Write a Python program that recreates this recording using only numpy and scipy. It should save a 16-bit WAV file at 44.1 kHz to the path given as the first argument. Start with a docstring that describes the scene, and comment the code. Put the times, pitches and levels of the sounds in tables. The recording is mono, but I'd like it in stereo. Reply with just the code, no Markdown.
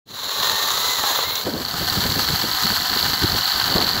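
"""Under a tree, a small battery chainsaw cuts a thin branch overhead, then, after a cross-fade, spins up
and bites into a thick limb. Chain links rattle on the bar, teeth rasp in the wood and the gears whine,
all driven by the sprocket speed. In the heavy cut the chain knocks once a turn, ringing the bar, and
the trunk throws back a dull echo. Wood cracks now and then, and puffs of air buffet the close microphone."""
import sys
import numpy as np
from scipy import signal
from scipy.fft import rfft, irfft
from scipy.io import wavfile

SR = 44100
rng = np.random.default_rng(int(sys.argv[2]) if len(sys.argv) > 2 else 0)


def store_wav(level_fs):
    """Save 16-bit WAV to argv[1]."""
    pcm = np.round(np.clip(np.atleast_2d(level_fs), -1, 1) * 32767)
    wavfile.write(sys.argv[1], SR, pcm.T.astype(np.int16))


N = 176400

LINKS_PER_TURN, LINK_SCATTER_DB, JITTER_S = 6, 5, .0005
FLICKER_DB = 2.2  # unsteady level of the gear whine and the singing bar


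def branch_cut():
    """A light cut: even rattle, and a whine that emerges mid-cut and sags under load."""
    # sprocket speed: t/s, speed/(turns/s)
    sprocket = [(.22, 39), (.34, 45), (.67, 45.3), (.8, 50.2), (.93, 51), (1.0, 48), (1.04, 42),
                (1.115, 40.5), (1.165, 52), (1.2, 49.3), (1.32, 54.5)]
    # loudness of the chain: t/s, rattle level/dB, treble level/dB
    levels = [(.06, -45.5, -49), (.17, -32, -35.5), (.46, -20, -24.5), (.8, -23.5, -25), (1.1, -22, -23.5),
              (1.35, -24, -33.5), (1.46, -27.5, -25)]
    # colour of bar, housing and wood: f/Hz, gain/dB
    body = [(280, -21.5), (440, -8.5), (700, -10.5), (1100, -2.5), (1400, -8.5), (1850, -10), (2450, -17.5),
            (3400, -6), (4080, 1.5), (5050, -18), (7200, -10.5), (8500, -33.5), (10500, -19.5),
            (15600, -14.5)]
    # stereo width: f/Hz, side gain/dB
    width = [(1000, -12.5), (2100, -3.5), (4100, -10), (5200, -1), (7000, -6.5), (15000, -1.5)]
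    speed = curve(sprocket)
    rattle = chain(speed, levels, body, width, decay_s=0.0019, low_hz=200)
    whine = gears(speed) * swell(at_s=.95, length_s=.85)
    return rattle + sizzle() + (whine + singing_bar()) * undb(curve(levels))


def limb_cut(whine_db=-5.5):
    """A heavy cut: the chain rattles, jumps and knocks over the labouring gears."""
    # sprocket speed: t/s, speed/(turns/s)
    sprocket = [(1.48, 21.82), (1.88, 43.96), (2.1, 53.5), (2.28, 55.6), (2.45, 49.93), (2.7, 46.58),
                (3.03, 55), (3.42, 43.43), (3.58, 50.52), (4, 43.88)]
    # loudness of the chain: t/s, rattle level/dB, treble level/dB
    levels = [(1.58, -32, -33.5), (1.85, -26, -27), (2.202, -25, -26), (3.1, -24.5, -26.5), (4, -24, -28.5)]
    # colour of bar, housing and wood: f/Hz, gain/dB
    body = [(540, -18), (730, -4), (1650, -2.5), (2520, -15.5), (3020, -5), (3700, -6.5), (4400, -0.5),
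            (5080, -12.5), (7700, -13.5), (8650, -28.5), (12000, -13), (15600, -11)]
    # stereo width: f/Hz, side gain/dB
    width = [(1200, -8.5), (2100, 0), (4000, -4), (7000, 3.5), (15000, -3)]
    speed = curve(sprocket)
    rattle = chain(speed, levels, body, width, decay_s=0.00085, low_hz=410)
    saw = rattle + gears(speed) * undb(curve(levels) + whine_db)
    return knocks(speed) + saw + trunk_echo(saw)


def chain(speed, levels, body, width, decay_s, low_hz, treble_hz=5130, lag_share=0.15):
    """Links strike the bar in turn over the rasp of the teeth; the treble is smoother than the rattle."""
    links = beats(LINKS_PER_TURN * np.cumsum(speed) / SR, JITTER_S, LINK_SCATTER_DB)
    strikes = unit(fade(links, decay_s))
    grit = rng.standard_normal((2, N)) * undb(walk(150) + 0.99 * walk(60))
    out = 0
    for column, steady_rasp, kind in ((1, 1.3, "low"), (2, 2.2, "high")):  # rattle, then treble
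        rasp = colour(grit * np.hypot(strikes, steady_rasp), body)
        rasp = band(rasp, treble_hz, kind, order=8)
        mid, side = band(rasp, low_hz, "high")
        # part of the width is a phase lag between the microphone ports
        side = np.sqrt(1 - lag_share) * side - np.sqrt(lag_share) * signal.hilbert(mid).imag
        layer = stereo(mid, widen(side, width)) / np.std(mid)
        out = out + layer * undb(curve(levels, column))
    return out


def knocks(speed, tick_db=-5):
    """The chain knocks once a turn, loose links tick in between, and now and then a tooth catches hard."""
    # strength of the knock on each turn: t/s, level/dB
    levels = [(1.5, -34), (2.05, -31.5), (2.7, -28), (4, -27.5)]
    # hard knocks where a tooth catches in the wood: t/s, level/dB
    catches = [(1.5369, -15.5), (1.6506, -12), (1.6837, -13), (1.7114, -13), (1.8705, -9.5), (1.899, -8),
               (2.1221, -10), (2.2866, -8), (2.6983, -10), (2.9915, -6), (3.3198, -6), (3.4562, -6.5),
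               (3.5188, -4.5), (3.6414, -8), (3.782, -6)]
    t = np.arange(N) / SR
    catch_s, catch_db = np.array(catches).T
    turns = np.cumsum(speed) / SR
    # the sprocket slips a little, so that each catch falls on a whole turn
    slip = np.unwrap(np.interp(catch_s, t, turns), period=1)
    turns = turns - np.interp(t, catch_s, slip)
    no_catch = ~np.isin(np.round(turns), np.round(np.interp(catch_s, t, turns)))
    steady = unit(bar(beats(turns, JITTER_S, scatter_db=2.4) * no_catch))
    ticks = unit(bar(beats(LINKS_PER_TURN * turns, JITTER_S, LINK_SCATTER_DB))) * undb(tick_db)
    hard = bar(pulses(catch_s, undb(catch_db)))
    return (steady + ticks) * undb(curve(levels)) + hard


def bar(blows, contact_s=0.0016, scrape_gain=0.31):
    """Each blow rings the bar; a brief scrape makes left and right a little different."""
    # modes of the bar: f/Hz, t60/s, level/dB
    modes = [(1470, 0.003, -11), (4153, 0.0096, 0), (4393, 0.0081, 4.5)]
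    t = np.arange(N // 100) / SR
    ring = sum(undb(db) * np.sin(2 * np.pi * hz * t) * np.exp(-np.log(1000) * t / t60)
               for hz, t60, db in modes)
    ring *= 1 - np.exp(-t / contact_s)
    ring /= np.abs(ring).max()
    contact = fade(blows, contact_s) / np.sqrt(contact_s * SR / 2)
    scrape_mid, scrape_side = scrape_gain * contact * rng.standard_normal((2, N))
    return signal.fftconvolve(stereo(blows + scrape_mid, scrape_side), ring[None])[:, :N]


def gears(speed, waver=.007, load_db_per_speed=0.3243):
    """Rough, flickering tones locked to the sprocket; they grow louder as the load slows the motor."""
    # gear whine: f/sprocket speed, level/dB
    partials = [(19.6, -14.5), (26, -15), (40, -12.5)]
    phase = 2 * np.pi * np.cumsum(speed * (1 + waver * (walk(50) + walk(400)))) / SR
    load_db = load_db_per_speed * (np.median(speed) - speed)
    out = 0
    for multiple, db in partials:
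        flicker_db = FLICKER_DB * (walk(25.1) + walk(250))
        out = out + undb(db + load_db + flicker_db) * np.sin(multiple * phase)
    return out


def singing_bar(hz=4070, wander=0.035, gain_db=-11):
    """The rubbing chain keeps the main resonance of the bar ringing unsteadily."""
    phase = 2 * np.pi * np.cumsum(hz * (1 + wander * walk(23))) / SR
    return undb(gain_db + FLICKER_DB * walk(120)) * np.sin(phase)


def sizzle(low_hz=13500):
    """The chain flares up brightly as it breaks through the branch and runs free."""
    # bright flares of the chain: t/s, length/s, level/dB
    flares = [(1.173, 0.031, -22), (1.342, 0.17, -23)]
    hiss = unit(band(rng.standard_normal((2, N)), low_hz, "high", order=4))
    return hiss * sum(swell(at, length) * undb(db) for at, length, db in flares)


def cracks():
    """Wood splits and tears in short bursts that start sharply and die away."""
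    # breaking fibres: t/s, level/dB, decay/s, low f/Hz, high f/Hz
    splits = [(1.037, -19, 0.0099, 373, 1700), (1.105, -22.5, 0.012, 298, 1570),
              (1.188, -16, 0.008, 357, 1360), (1.355, -12.5, 0.0021, 3520, 7240),
              (3.761, -21, 0.037, 346, 1070)]
    out = 0
    for at, db, decay_s, low_hz, high_hz in splits:
        fibres = unit(band(rng.standard_normal((2, N)), [low_hz, high_hz], "band", order=3))
        mid, side = fibres * fade(pulses(np.array([at]), undb(db)), decay_s)
        out = out + stereo(mid, .5 * side)
    return out


def trunk_echo(saw, delay_s=.00388, gain_db=-12, top_hz=3000):
    """The trunk throws back one dull, early reflection."""
    return undb(gain_db) * np.roll(band(saw, top_hz, "low"), int(delay_s * SR), axis=1)


def air():
    """A turbulent draught and short puffs buffet each microphone port separately."""
    # contour of the draught: t/s, level/dB
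    draught = [(.3, -41.5), (1.25, -40.5), (1.7, -32.5), (2.2, -26.5), (2.55, -34), (3.35, -28.5),
               (3.47, -41), (3.65, -25)]
    # colour of its rumble: f/Hz, gain/dB
    draught_colour = [(25, -14.5), (85, -1), (240, -5.5), (600, -14), (2000, -35)]
    # puffs on the microphone: t/s, length/s, level/dB, f/Hz
    puffs = [(1.478, 0.037, -19, 317), (1.549, 0.045, -23.5, 293), (1.609, 0.028, -24, 286),
             (1.82, 0.015, -20.5, 199), (1.982, 0.021, -17.5, 152), (2.061, 0.0097, -13, 152),
             (2.124, 0.012, -18, 98), (2.179, 0.033, -19.5, 172), (2.305, 0.0095, -14.5, 170),
             (2.34, 0.02, -20, 89.9), (2.444, 0.021, -22.5, 198), (2.654, 0.025, -22.5, 181),
             (2.712, 0.011, -25.5, 129), (2.965, 0.0097, -19, 200), (3.137, 0.008, -22.5, 160.8),
             (3.244, 0.025, -15.5, 158.4), (3.345, 0.066, -27.5, 117), (3.759, 0.0096, -11.5, 209.8),
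             (3.78, 0.11, -23, 324)]
    rumble = unit(colour(rng.standard_normal((2, N)), draught_colour))
    gust_db = 4.26 * walk(40) - 1.5
    out = rumble * undb(curve(draught) + gust_db)
    for at, length, db, hz in puffs:
        swirl = unit(band(rng.standard_normal((2, N)), [hz / 2.57, hz * 1.78], "band"))
        out = out + swirl * undb(db) * swell(at, length)
    return out


def undb(db):
    """Decibels to amplitude."""
    return 10 ** (np.asarray(db) / 20)


def unit(x):
    """Scales to an RMS of 1."""
    return x / np.sqrt(np.mean(x ** 2) + 1e-18)


def curve(rows, column=1):
    """One column of a table, joined by straight lines in time."""
    rows = np.array(rows)
    return np.interp(np.arange(N) / SR, rows[:, 0], rows[:, column])


def colour(x, points):
    """Minimum-phase EQ through points of f/Hz, gain/dB."""
    hz, db = np.array(points).T
    size = 2 * N
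    f = np.maximum(np.arange(N + 1) * SR / size, 1)
    gain = undb(np.interp(np.log(f), np.log(hz), db))
    cepstrum = irfft(np.log(gain))
    cepstrum[1:N] *= 2
    cepstrum[N + 1:] = 0
    return irfft(rfft(x, size) * np.exp(rfft(cepstrum)))[..., :N]


def widen(side, width):
    """Weights the left-right difference by frequency, without delay."""
    hz, db = np.array(width).T
    f = np.maximum(np.arange(N // 2 + 1) * SR / N, 1)
    return irfft(rfft(side) * undb(np.interp(np.log(f), np.log(hz), db)), N)


def band(x, hz, kind, order=2):
    """Low-, high- or band-pass filter."""
    return signal.sosfilt(signal.butter(order, hz, kind, fs=SR, output="sos"), x)


def walk(rate_hz):
    """Smooth random drift with an RMS of 1."""
    knots = rng.standard_normal(N // 10)
    return unit(np.interp(np.arange(N) / SR * rate_hz, np.arange(len(knots)), knots))


def swell(at_s, length_s):
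    """A bell-shaped rise and fall."""
    return np.exp(-2 * ((np.arange(N) / SR - at_s) / length_s) ** 2)


def pulses(times, sizes):
    """One-sample clicks at the given times."""
    out = np.zeros(N)
    np.add.at(out, np.clip((times * SR).astype(int), 0, N - 1), sizes)
    return out


def beats(turns, jitter_s, scatter_db):
    """One uneven pulse at each whole turn."""
    times = np.interp(np.arange(np.ceil(turns[0]), turns[-1]), turns, np.arange(N) / SR)
    late, size = rng.standard_normal((N // 20, 2))[:len(times)].T
    return pulses(times + jitter_s * late, undb(scatter_db * np.clip(size, -2, 2)))


def fade(x, decay_s):
    """Gives each pulse an exponential tail."""
    return signal.lfilter([1], [1, -np.exp(-1 / (decay_s * SR))], x + 1e-18)


def stereo(mid, side):
    """Mid and side to left and right."""
    return np.array([mid + side, mid - side])


def scene(start_s=0.055, rise_s=0.048, change_s=1.407, crossfade_s=0.073):
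    """After a quick fade-in, the light cut cross-fades into the heavy one over cracks and moving air."""
    t = np.arange(N) / SR
    blend = np.clip((t - change_s) / crossfade_s + .5, 0, 1)
    saw = np.sqrt(1 - blend) * branch_cut() + np.sqrt(blend) * limb_cut()
    fade_in = np.clip((t - start_s) / rise_s, 0, 1)
    return (saw + cracks() + air()) * fade_in


def record(dry):
    """The recorder rounds the highest peaks and cuts the top."""
    top_hz = 15720
    low_pass = signal.ellip(16, .1, 80, top_hz, fs=SR, output="sos")
    return signal.sosfilt(low_pass, np.tanh(dry))


dry = scene()
out = record(dry)
store_wav(out)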